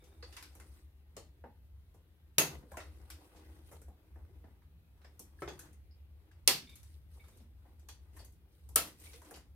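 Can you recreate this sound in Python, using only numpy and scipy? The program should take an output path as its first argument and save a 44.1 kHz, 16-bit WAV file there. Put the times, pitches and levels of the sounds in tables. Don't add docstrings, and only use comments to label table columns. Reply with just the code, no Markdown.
import sys
import numpy as np
from scipy import signal
from scipy.fft import rfft, irfft
from scipy.io import wavfile
from scipy.ndimage import uniform_filter1d

SR = 44100
rng = np.random.default_rng(int(sys.argv[2]) if len(sys.argv) > 2 else 0)


def inscribe(sig):
    pcm = np.round(np.clip(np.atleast_2d(sig).T, -1, 1) * 32767)
    wavfile.write(sys.argv[1], SR, pcm.astype(np.int16))


N = 421155

# [start_s, level_db, low_hz, high_hz]
SNAPS = [(2.3826, -10, 1800, 12000), (6.4759, -5, 3500, 12500), (8.7591, -8, 7000, 14000)]
PART_LIMITS = [110, 300, 900, 2100, 5500, 9000, 14500]


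def gain_of(db):
    return 10 ** (np.asarray(db) / 20)


def evened(x):
    return x / np.sqrt(np.mean(x ** 2) + 1e-20)


def read(points, hz):
    point_hz, value = np.transpose(points)
    return np.interp(np.log(hz + 1), np.log(point_hz + 1), value)


def curve(rows):
    s, *columns = np.transpose(rows)
    return [np.interp(np.arange(N) / SR, s, column) for column in columns]


def add(mix, s, sound):
    part = mix[..., round(s * SR):][..., :sound.shape[-1]]
    part += sound[..., :part.shape[-1]]


def resonate(x, hz, width):
    turn = np.exp(2j * np.pi * hz * np.arange(x.shape[-1]) / SR)
    r = np.exp(-np.pi * width / SR)
    smooth = signal.lfilter([1 - r], [1, -r], x / turn)
    return 2 * (turn * smooth).real


def paired(left, other, hz):
    # [pitch_hz, likeness from -1 to 1]
    likeness = [(60, 1), (180, 0.72), (550, 0.94), (1650, -0.016), (4970, -0.37), (15000, 0.32)]
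    same = np.clip(read(likeness, hz), -1, 1)[:, None]
    right = same * left + np.sqrt(1 - same ** 2) * other
    return np.array([left, right])


def noise(shape, size, flicker_db, patchy_db):
    frames, hz = 4 * N // size + 5, np.fft.rfftfreq(size, 1 / SR)
    a, b, c, d, patches = rng.standard_normal((frames, len(hz), 5)).T
    patches = uniform_filter1d(patches, size=8, axis=0)
    patches = evened(uniform_filter1d(patches, size=16, axis=1))
    uneven = gain_of(flicker_db * rng.standard_normal(frames) + patchy_db * patches)
    nearness = gain_of([[[.6]], [[-.6]]])
    spectrum = gain_of(read(shape, hz))[:, None]
    z = paired(a + 1j * b, c + 1j * d, hz) * spectrum * uneven * nearness
    return signal.istft(z, nperseg=size, noverlap=3 * size // 4)[1][:, :N]


def blows(rows, rise, crack, wet_db, lumpy_db):
    # [crack_t60_s, room_t60_s, room_db, side_against_mid_db]
    parts = [(.1, 0.69, -7.5, -12), (0.032, 0.25, -7, -9), (0.035, 0.27, -10, -3), (0.02, 0.28, -9, 0),
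             (0.013, 0.23, -12.5, 0.5), (0.04, .22, -11.5, -1.5)]
    t, out = np.arange(17000) / SR, np.zeros((2, N))
    onset = 1 - np.exp(-t / rise)
    arrival = 1 - np.exp(-t / 0.002)

    *shakes, lumps = rfft(rng.standard_normal((len(rows), 3, len(t)))).transpose(1, 0, 2)
    lumps = evened(uniform_filter1d(lumps.real, size=90))
    shakes = evened(irfft(shakes * gain_of(lumpy_db * lumps))).transpose(1, 0, 2)

    for k, (t60, room_t60, room_db, side_db) in enumerate(parts):
        low_hz, high_hz = PART_LIMITS[k:k + 2]
        band = signal.butter(3, [low_hz, high_hz], "bandpass", fs=SR, output="sos")
        crack_fall = gain_of(-60 * t / (t60 * crack))
        room_fall = gain_of(room_db + wet_db - 60 * t / room_t60) * arrival
        fall = np.hypot(crack_fall, room_fall)
        own = np.roll(shakes, 999 * k, axis=2)
        shaken = signal.sosfilt(band, own * fall * onset)
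        shaken = shaken * np.sqrt(SR / 2 / (high_hz - low_hz))
        for row, (mid, side) in zip(rows, shaken * gain_of([[0], [side_db]])):
            pan_db = row[-1] * np.array([[.5], [-.5]])
            level = gain_of(row[1] + row[2 + k] + pan_db)
            add(out, row[0], level * [mid + side, mid - side])
    return out


def snaps():
    t, out = np.arange(900) / SR, np.zeros((2, N))
    bursts = rng.standard_normal((len(SNAPS), 2, len(t)))
    for (s, db, low_hz, high_hz), burst in zip(SNAPS, bursts):
        bright = signal.butter(2, [low_hz, high_hz], "bandpass", fs=SR, output="sos")
        shape = gain_of(db - 60 * t / .02) * np.minimum(t / .0003, 1)
        add(out, s, signal.sosfilt(bright, burst) * shape)
    return out


def snips():
    # [start_s, strength_db, six columns of part_share_db,
    # left_over_right_db]
    cuts = [(SNAPS[0][0], -5.5, -34, -19, -19, -18, -15.5, -12, 0.95), (SNAPS[1][0],
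            -3, -38, -26.5, -25.5, -15.5, -16, -15.5, -.5), (SNAPS[2][0],
            -1.06, -43, -32, -28, -26, -23.5, -17.5, .7)]
    return blows(cuts, rise=0.0018, crack=0.41, wet_db=0.0, lumpy_db=1.2)


def taps():
    # [start_s, knock_db, knock_hz, tick_db, tick_hz, rise_ms]
    touches = [(0.039, -70.5, 300, -61.5, 6030, 2.1), (.226, -53, 1200, -54, 3960, 0.42),
               (.324, -55, 2900, -62.5, 11100, 3.9), (.366, -49, 2250, -47.5, 7350, 1.1),
               (.425, -52.5, 2560, -51.5, 11000, 0.95), (.551, -60, 500, -56, 10900, 0.5),
               (.599, -57, 1320, -57, 8700, 0.37), (1.166, -49, 580, -46.5, 6500, .7),
               (1.439, -49.5, 510, -81, 5000, 0.23), (1.94, -61, 360, -67, 9700, 5.5),
               (2.624, -57.5, 395, -76, 7000, 4.6), (2.717, -50.5, 524, -57.5, 10000, 0.57),
               (2.77, -42.5, 800, -47, 7800, .7), (2.802, -50, 1900, -68, 11000, .7),
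               (3.101, -50.5, 2960, -47.5, 11700, 0.78), (3.359, -60, 600, -58.5, 5600, 7.4),
               (3.712, -51.5, 605, -53, 9950, 11), (3.816, -64.5, 800, -58.5, 11000, .7),
               (3.882, -58.5, 368, -68.5, 12000, .7), (4.157, -56, 402, -76, 10960, .7),
               (4.44, -58, 500, -76.5, 3400, .7), (4.619, -73.5, 1400, -85.5, 8000, .7),
               (5.015, -67.5, 1600, -79.5, 8000, .7), (5.045, -58.5, 992, -65.5, 5630, .7),
               (5.193, -60, 390, -44.5, 10900, 1), (5.42, -40, 830, -56.5, 8000, 0.39),
               (5.476, -42.5, 700, -50, 2600, 1.2), (5.485, -53, 1210, -55, 8000, .7),
               (5.591, -56.5, 1550, -46, 9300, 1), (5.649, -65.5, 596, -66, 6000, 5.1),
               (5.729, -71, 200, -65, 8450, .7), (6.314, -70.5, 1700, -70, 5000, 0.63),
               (6.694, -62, 3500, -59.5, 11500, .7), (6.755, -62.5, 2800, -52, 11800, 0.81),
               (6.83, -69, 2020, -57.5, 10130, 0.76), (7.132, -73.5, 293, -70.5, 9920, 5.1),
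               (7.24, -66, 1500, -75, 9000, .7), (7.282, -66, 900, -63.5, 7540, 0.62),
               (7.372, -69.5, 300, -61.5, 11700, .7), (7.401, -63, 300, -71.5, 3480, .7),
               (7.65, -62.5, 450, -85, 4000, 5.5), (7.795, -78.5, 2000, -68.5, 8000, .7),
               (7.886, -54, 900, -47.5, 7050, 1.2), (8.164, -58.5, 1200, -54.5, 11400, 5.5),
               (8.189, -58, 600, -57.5, 5500, 6.5), (8.247, -70.5, 300, -55, 10500, .7),
               (8.322, -77, 200, -66.5, 12000, .7), (8.689, -63, 350, -55, 11000, .7),
               (8.869, -57, 1000, -50, 11500, 5.5), (8.999, -74, 2500, -56, 10000, .7),
               (9.035, -58.5, 3200, -53, 11500, 4.7), (9.132, -57.5, 2260, -57, 6500, .7),
               (9.217, -58.5, 700, -58, 9000, .7), (9.248, -67, 250, -60, 7500, .7),
               (9.309, -51.5, 625, -52.5, 10300, .7), (9.337, -59, 395, -50.5, 4380, 5.5),
               (9.359, -55.5, 705, -56, 9000, 3.4)]
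    knock_fall_db, tick_fall_db = -4, -7
    pan_db = 0.9
    s, knock_db, knock_hz, tick_db, tick_hz, rise_ms = np.transpose(touches)[:, :, None]
    hz = np.sqrt(np.multiply(PART_LIMITS[1:], PART_LIMITS[:-1]))
    knock = gain_of(knock_db + knock_fall_db * np.log2(hz / knock_hz) ** 2)
    tick = gain_of(tick_db + tick_fall_db * np.log2(hz / tick_hz) ** 2)
    share_db = 20 * np.log10(np.hypot(knock, tick))
    rows = np.hstack([s, 0 * s, share_db, 0 * s + pan_db])
    rise_ms = rise_ms[:, None]
    crack = 1.15 * rise_ms ** 0.35
    sound = blows(rows, rise_ms / 1000, crack, wet_db=3.0, lumpy_db=2.6)
    return signal.lfilter(*signal.butter(1, 12000, fs=SR), sound)


def pings():
    # [start_s, pitch_hz, level_db]
    wakings = [(.02, 1540, -69.5), (.12, 1530, -72), (.225, 4400, -56.5), (.227, 446, -50),
               (0.226, 1650, -56), (.368, 2250, -57.5), (0.379, 1020, -58.5), (1.163, 2080, -68),
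               (1.444, 820, -55.5), (2.381, 140, -42), (2.383, 830, -49), (2.384, 1500, -41),
               (2.383, 2650, -32.5), (2.384, 6400, -31), (2.623, 440, -52), (2.742, 1020, -54),
               (2.771, 2680, -55.5), (4.29, 375, -60), (5.046, 5270, -70.5), (5.046, 2080, -69.5),
               (5.203, 413, -55), (5.389, 1590, -60.5), (5.405, 9060, -64.5), (5.42, 370, -40.5),
               (5.422, 156, -48.5), (5.421, 1330, -50), (5.478, 402, -36.5), (5.5, 160, -51.5),
               (5.484, 6500, -61), (5.487, 3040, -52.5), (5.486, 4500, -67), (5.73, 9100, -71.5),
               (5.909, 5080, -73.5), (6.313, 1650, -66.5), (6.476, 520, -43.5), (6.477, 4630, -35),
               (7.2, 2220, -64.5), (7.24, 870, -64.5), (7.889, 3920, -52), (8.191, 4550, -63.5),
               (8.49, 457, -70), (8.757, 10600, -27.5), (8.757, 480, -41), (8.759, 1330, -35),
               (8.76, 2480, -42.5), (9.07, 2250, -61.5), (9.141, 480, -57.5), (9.22, 1000, -58.5),
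               (9.308, 480, -56)]
    # [pitch_hz, t60_s]
    modes = [(140, 0.58), (240, 0.14), (370, 0.21), (480, 0.15), (820, 0.073), (1000, .18), (1330, 0.18),
             (1650, 0.057), (2250, .18), (2650, .22), (3400, .22), (4550, 0.26), (5080, .22), (6500, .23),
             (9100, .12), (10500, .06)]
    ring_fall_db = -260
    s, pitch_hz, db = np.transpose(wakings)
    out = np.zeros((2, N))
    start = np.exp(-1 / (0.00066 * SR))
    for hz, t60 in modes:
        strength = gain_of(db + ring_fall_db * np.log2(hz / pitch_hz) ** 2)
        kicks = np.bincount(np.round(s * SR).astype(int), strength, N)
        rise_and_fall = np.convolve([1, -start], [1, -gain_of(-60 / t60 / SR)])
        ring = signal.lfilter([1 - start], rise_and_fall, kicks)
        reach_hz = (40 + 0.06 * hz) / 3
        band = signal.butter(2, [hz - reach_hz, hz + reach_hz], "bandpass", fs=SR, output="sos")
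        mid, side = evened(signal.sosfilt(band, rng.standard_normal((2, N)))) * ring
        out += mid + min(hz / 2500, 1) * side * [[1], [-1]]
    return out


def handling():
    # [start_s, length_s, rub_db, rustle_db]
    bouts = [(0, .3, -72, -79), (0.28, 0.17, -69, -69), (0.503, 0.29, -73, -73.5),
             (1.116, .25, -80.5, -103), (2.411, 0.14, -57.5, -68.5), (2.687, 0.18, -68, -72),
             (2.89, 0.37, -69.5, -75.5), (3.2, 0.39, -67, -75), (3.646, 0.12, -68.5, -70.5),
             (3.95, 0.58, -76, -89), (4.95, 0.42, -75.5, -85.5), (5.393, 0.032, -76.5, -66.5),
             (5.488, 0.18, -64.5, -76), (6.155, 0.23, -79.5, -89.5), (6.48, 0.085, -71, -74),
             (6.62, 0.33, -78.5, -74), (7.103, 0.28, -74, -73), (7.6, 0.54, -78.5, -87),
             (8.144, 0.081, -72, -69), (8.5, 0.34, -85, -80), (8.788, 0.067, -60.5, -59),
             (8.99, 0.17, -68.5, -62), (9.231, 0.12, -64, -70)]
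    # [pitch_hz, level_db per Hz, relative]
    rub_shape = [(120, -16), (300, 3.5), (700, -6), (1500, -8.5), (3000, -18), (6000, -27.5)]
    # [pitch_hz, level_db per Hz, relative]
    rustle_shape = [(800, -24.5), (2200, -2), (4500, -0.5), (7300, -6.5), (8500, 2.5), (11500, -3),
                    (14000, -5.5), (16000, -14)]
    rise_s, fade_db_per_s, idle_rub_db, patchy_db = 0.062, -150, -84, 2.2
    t, power = np.arange(N) / SR, np.zeros((2, N))
    for s, length, *levels in bouts:
        rise = np.clip((t - s) / rise_s + .5, 0, 1)
        fade = gain_of(fade_db_per_s * np.maximum(t - s - length, 0))
        power += (gain_of(levels)[:, None] * rise * fade) ** 2
    rub, rustle = np.sqrt(power + gain_of([[2 * idle_rub_db], [-200]]))
    rub = rub * evened(noise(rub_shape, size=512, flicker_db=3, patchy_db=patchy_db))
    return rub + rustle * evened(noise(rustle_shape, size=256, flicker_db=3.0, patchy_db=patchy_db))


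def joint():
    # [start_s, length_s, level_db]
    squeaks = [(0, 0.34, -75.5), (6.671, .075, -57), (6.755, 0.12, -74.5), (7.194, 0.1, -73),
               (7.323, 0.031, -77.5)]
    # [pitch_hz, width_hz, level_db]
    modes = [(2300, 70, -1.5), (3640, 90, 0)]
    slips = np.zeros(N)
    for s, length, db in squeaks:
        t = np.arange(0, length, 1 / SR)
        steps_db = 4.0 * np.repeat(rng.standard_normal(40), 400)[:len(t)]
        level = gain_of(db - 12 * t / length + steps_db)
        add(slips, s, level * rng.standard_normal(len(t)))
    out = np.zeros(N)
    for hz, width, db in modes:
        ringing = resonate(resonate(slips, hz, 2 * width), hz, 2 * width)
        out += gain_of(db) * np.sqrt(SR / width / 6) * ringing
    return out


def workshop(x):
    # [pitch_hz, t60_s]
    dying = [(150, 0.18), (1000, 0.028), (7000, 0.046)]
    n = np.arange(SR // 2)
    reflections = rng.standard_normal((2, len(n))) * np.minimum(n / 37.0, 1) ** 2
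    hz, t, z = signal.stft(reflections, SR, nperseg=256)
    fall = gain_of(-60 * t / read(dying, hz)[:, None])
    tail = signal.istft(paired(*z, hz) * fall, SR, nperseg=256)[1]
    tail = tail / np.linalg.norm(tail[0])
    return signal.fftconvolve(x.mean(0)[None], tail, axes=1)[:, :N]


def rumble():
    # [time_s, level_db]
    wavering = [(0.0, -65.5), (0.16, -56), (1.22, -60.5), (1.86, -55), (2.05, -68.5), (2.58, -54),
                (2.63, -67), (2.79, -53), (3.16, -56), (3.32, -69.5), (3.51, -55.5), (3.91, -53),
                (3.99, -74), (4.18, -50), (4.65, -61.5), (6.2, -54.5), (6.22, -64.5), (6.46, -52.5),
                (6.57, -67), (6.81, -53.5), (7.79, -58), (8.24, -54), (8.56, -66.5), (8.7, -47.5),
                (8.88, -62.5), (9.18, -54.5), (9.26, -71), (9.55, -53.5)]
    pitch_hz, width_hz = 70, 13
    push = resonate(rng.standard_normal((2, N)), pitch_hz, width_hz)
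    mid, side = resonate(push, pitch_hz, 2 * width_hz)
    strength = np.sqrt(abs(uniform_filter1d(mid ** 2, 6000)))
    mid = mid / (strength + 0.99 * mid.std())
    stereo = evened(mid) + gain_of(-17.5) * evened(side) * [[1], [-1]]
    return gain_of(curve(wavering)[0]) * stereo * gain_of([[.6], [-.6]])


def air():
    # [pitch_hz, level_db per Hz, relative]
    bass_shape, bass_db = [(20, -28.5), (35, -11), (50, 10), (90, 3.5), (115, -11.5), (160, -39.5)], -66
    # [pitch_hz, level_db per Hz, relative]
    air_shape = [(70, -31.5), (110, -5), (150, -1.5), (250, -10.5), (500, -18), (1000, -25.5), (2000, -25),
                 (4000, -27.5), (6000, -38), (7800, -42), (9500, -34), (13000, -29), (16000, -33)]
    bass = gain_of(bass_db) * evened(noise(bass_shape, size=4096, flicker_db=2.5, patchy_db=0.1))
    return bass + gain_of(-72.5) * evened(noise(air_shape, size=2048, flicker_db=0.6, patchy_db=2.0))


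def scene():
    cutting = snaps() + snips()
    near = handling() + joint()
    return cutting + taps() + pings() + near + gain_of(-4.0) * workshop(near) + rumble() + air()


def record(dry):
    edge_hz = 15900
    low_pass = signal.firwin(255, edge_hz, window=("kaiser", 9), fs=SR)
    return signal.oaconvolve(dry, low_pass[None], "same")


dry = scene()
out = record(dry)
inscribe(out)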